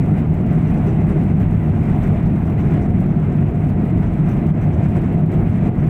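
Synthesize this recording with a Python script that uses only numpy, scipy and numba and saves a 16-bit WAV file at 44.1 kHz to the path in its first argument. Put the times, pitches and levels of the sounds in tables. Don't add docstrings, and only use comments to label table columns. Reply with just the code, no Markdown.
import sys
import numpy as np
from scipy import signal
from scipy.fft import rfft, irfft, next_fast_len
from scipy.io import wavfile
from scipy.ndimage import uniform_filter1d, minimum_filter1d, map_coordinates
from numba import njit

SR = 44100
rng = np.random.default_rng(int(sys.argv[2]) if len(sys.argv) > 2 else 0)


def invert_db(x):
    u = np.asarray(x, float) / 20
    return 10 ** u


def int16_out(signal):
    q = np.round(np.clip(np.atleast_2d(signal).T, -1, 1) * 32767)
    wavfile.write(sys.argv[1], SR, q.astype(np.int16))


N = 259749


def unit(x):
    return x / np.sqrt(np.mean(x ** 2) + 1e-20)


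def wobble(rate):
    knots = rng.standard_normal(int(N * rate / SR) + 4)
    return map_coordinates(knots, [np.arange(N) * rate / SR])


def swell(start_s, rise_s):
    u = np.clip((np.arange(N) / SR - start_s) / max(rise_s, .002), 0, 30)
    return u * np.exp(1 - u)


def rush(spectrum, modes=(), patchy_db=0, bins=6, frames=6):
    z = signal.stft(rng.standard_normal(N + SR // 10), nperseg=512)[2]
    field = uniform_filter1d(rng.standard_normal(z.shape), round(bins), 0)
    field = uniform_filter1d(field, round(frames), 1)
    noise = signal.istft(z * invert_db(patchy_db * unit(field)), nperseg=512)[1]
    m = next_fast_len(len(noise))
    hz = np.fft.rfftfreq(m, 1 / SR)
    f, db = np.transpose(spectrum)
    shape_db = np.interp(np.log(hz + 1), np.log(f + 1), db, left=-120, right=-120)
    for centre, width, lift_db in modes:
        shape_db = shape_db + lift_db / (1 + (2 * (hz - centre) / width) ** 2)
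    return unit(irfft(rfft(noise, m) * invert_db(shape_db), m)[:N])


def puffs(events, rise_s, spectrum):
    envelope = sum(invert_db(db) * swell(s, rise_s) for s, db in events)
    return envelope * rush(spectrum)


# (time [s], level [dB])
DRIFT = [(0, -40), (.4, -42.5), (.7, -39), (1.2, -40.5), (1.5, -41.5), (2.1, -38), (2.35, -42),
         (2.8, -38.5), (2.95, -42.5), (3.8, -42), (4.4, -40.5), (4.6, -42), (5, -41), (5.45, -40.5),
         (5.89, -41.5)]
# (time [s], lift [dB])
EDDIES = [(.05, -0.5), (.19, 3), (.345, 1.5), (0.521, 3), (.87, 2.5), (1.1, 1.5), (1.42, 4), (2.03, 1),
          (2.13, -1), (2.6, 2.5), (2.74, 3), (2.835, 0), (3.02, 2), (3.239, 1), (3.47, 1.5), (3.84, 1.5),
          (4.04, 3), (4.29, 4), (4.63, 2.5), (4.85, 3.5), (4.97, 4.5), (5.15, 0.5), (5.33, 1.5),
          (5.668, 3.5)]
# (start [s], dip [dB])
DIPS = [(.26, -2.5), (.92, -0.5), (1.32, -3), (1.46, -2), (2.2, -3), (2.53, -3.5), (2.86, -3),
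        (3.51, -1.5), (3.731, -2), (4.22, -1), (4.5, -2.5), (5.2, -4.5), (5.245, -4.5), (5.695, -5)]


def turbulence():
    eddy_s, dip_s = .025, .019
    t = np.arange(N) / SR
    drift_s, drift_db = np.transpose(DRIFT)
    level_db = np.interp(t, drift_s, drift_db)
    eddies_db = sum(db * np.exp(-((t - s) / eddy_s) ** 2) for s, db in EDDIES)
    dips_db = sum(db * swell(s, dip_s) for s, db in DIPS)
    return level_db + eddies_db + dips_db


# (frequency [Hz], level [dB per Hz])
JET_RUMBLE = [(8.8, -48.5), (15, -20), (92, -4.5), (123, -2.5), (152, -2), (227, -8.5), (279, -13.5),
              (330, -17.5), (430, -52.5), (730, -120)]
# (frequency [Hz], width [Hz], lift [dB])
CABIN_MODES = [(39.2, 5.4, 9.5), (75, 22, 1.5), (101.5, 15, 6), (119, 18, -3.5), (152.2, 14, 3.5),
               (176.7, 68, 4.5), (223.8, 20, 3.5)]
# (frequency [Hz], level [dB per Hz])
WALL_HUM = [(150, -36.5), (260, -0.5), (280, -6.5), (329, 0.5), (517, -14), (713, -15), (785, -15.5),
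            (1000, -28.5), (1300, -52), (2200, -120)]
# (frequency [Hz], width [Hz], lift [dB])
PANEL_MODES = [(315, 33, 1), (397, 7.7, 4.5), (430, 12, 2), (486.4, 11, 2.5), (625, 98, 5), (717, 60, 4.5),
               (707, 24, 3.5)]


def hull(swing_db):
    boom_db = -14.5 + .25 * swing_db
    wall_db = -28 + .45 * swing_db + 1.1 * wobble(14)
    boom = invert_db(boom_db) * rush(JET_RUMBLE, CABIN_MODES)
    return boom + invert_db(wall_db) * rush(WALL_HUM, PANEL_MODES, patchy_db=-0.64)


# (frequency [Hz], level [dB per Hz])
WINDOW_ROAR = [(500, -32.5), (850, -1), (1150, -6), (1250, -5.5), (1770, -10), (2050, -9), (2450, -12),
               (3000, -21), (3460, -26.5), (4000, -31), (4800, -46), (7000, -120)]


def slipstream(slip_db, swing_db, flutter):
    body_hz, body_follows = 1500, .6
    roar = rush(WINDOW_ROAR, [(2020, 140, 1.6)], patchy_db=1.06, bins=14, frames=5)
    body = signal.sosfiltfilt(signal.butter(2, body_hz, fs=SR, output="sos"), roar)
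    edge = invert_db(0.6 * flutter) * (roar - body)
    return invert_db(slip_db) * (invert_db((body_follows - 1) * swing_db) * body + edge)


# (frequency [Hz], level [dB per Hz])
VENT_HISS = [(2500, -30), (4000, -5), (4800, -3), (6300, -2.5), (7300, -3), (8000, 2), (8800, -5.5),
             (10000, -5.5), (11800, -13), (13500, -7), (14500, -7.5), (15350, -3), (15600, -3),
             (16000, -120)]


def vents(swing_db, flutter):
    level_db = -64.5 + 1.3 * swing_db
    gusts = invert_db(0.7 * flutter + 0.47 * wobble(58))
    return invert_db(level_db) * gusts * rush(VENT_HISS, patchy_db=2.0, bins=70, frames=2)


# (time [s], peak [dB])
RUSTLES = [(.669, -60), (.862, -59), (.882, -61), (1.403, -68), (2.0278, -58), (2.596, -60), (2.818, -58),
           (3.0959, -66), (4.062, -66), (4.283, -59), (4.31, -61), (4.612, -61), (4.727, -60), (5.795, -65)]


def trim():
    colour = [(2500, -14.5), (5000, -14.5), (6000, -2.5), (6900, -14.5), (12000, -27.0)]
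    return puffs(RUSTLES, .008, colour)


# (time [s], peak [dB])
SPITS = [(.34, -59), (.7033, -60), (.782, -59.5), (.8625, -67.5), (1.0915, -58), (1.8, -64), (1.96, -60.5),
         (2.023, -63.5), (2.1285, -60), (2.65, -61.5), (2.8765, -66), (3.0006, -54), (3.6053, -61),
         (3.817, -68), (4, -62), (4.285, -58), (4.4628, -61.5), (4.8848, -57.5), (5.1218, -59),
         (5.3114, -62), (5.496, -58.5)]


def nozzle():
    colour = [(2000, -39.5), (3000, -7.5), (7000, -8.5), (11000, -3.5), (14000, -5.5), (15600, -0.5)]
    return puffs(SPITS, .004, colour)


def flicker():
    per_s, level_db, spread_db, rise_s = 26, -64.5, 2.2, .0028
    rows = rng.random((round(per_s * N / SR), 2))
    moments = (rows[:, 0] * N).astype(int)
    peaks_db = level_db - spread_db * np.log(rows[:, 1] + 1e-3)
    kicks = np.bincount(moments, invert_db(peaks_db), N)
    u = np.arange(SR // 20) / SR / rise_s
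    envelope = signal.fftconvolve(kicks, u * np.exp(1 - u))[:N]
    return envelope * rush([(1800, -31.5), (2600, 3.5), (4500, -4.5), (8000, -5.5), (11500, -7), (15600, -2.5)])


def fizz(swing_db):
    level_db = -73.5 + 1.5 * swing_db + 3.5 * wobble(16)
    colour = [(8000, -24), (9500, -4.5), (11800, -4.5), (13500, -3), (15600, 2)]
    return invert_db(level_db) * rush(colour, patchy_db=1.5, bins=40, frames=4)


def scene():
    slip_db = turbulence()
    swing_db = slip_db - slip_db.mean()
    flutter = wobble(35)
    air = slipstream(slip_db, swing_db, flutter) + vents(swing_db, flutter)
    return (hull(swing_db) + air + trim() + nozzle() + flicker() + fizz(swing_db))[None]


@njit
def recover(need, step):
    gain = need.copy()
    for i in range(1, len(gain)):
        gain[i] = min(need[i], gain[i - 1] + step * (1 - gain[i - 1]))
    return gain


# (frequency [Hz], threshold [spreads of a random field])
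DROPOUTS = [(4000, -2.6), (8500, -2.0), (9500, -1.1), (12500, -.5), (14500, -.9), (15600, -1.7)]


def starve(x, depth_db):
    hz, _, z = signal.stft(x, SR, nperseg=1024)
    field = uniform_filter1d(rng.standard_normal(z.shape), size=7, axis=-2)
    field = uniform_filter1d(field, size=4, axis=-1)
    f, edge = np.transpose(DROPOUTS)
    dropped = unit(field) < np.interp(hz, f, edge, left=-9)[:, None]
    return signal.istft(z * invert_db(depth_db * dropped), SR, nperseg=1024)[1][..., :N]


def roll_off(x):
    return signal.sosfilt(signal.butter(12, 15520, fs=SR, output="sos"), x)


def record(dry):
    top, ahead, release_s = .5, 130, .03
    need = np.minimum(1, top / (np.abs(dry[0]) + 1e-9))
    gain = recover(minimum_filter1d(need, size=2 * ahead + 1), 1 / (release_s * SR))
    held = dry * uniform_filter1d(gain, size=ahead)
    mix = starve(held, depth_db=-30)
    return roll_off(mix)


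dry = scene()
out = record(dry)
int16_out(out)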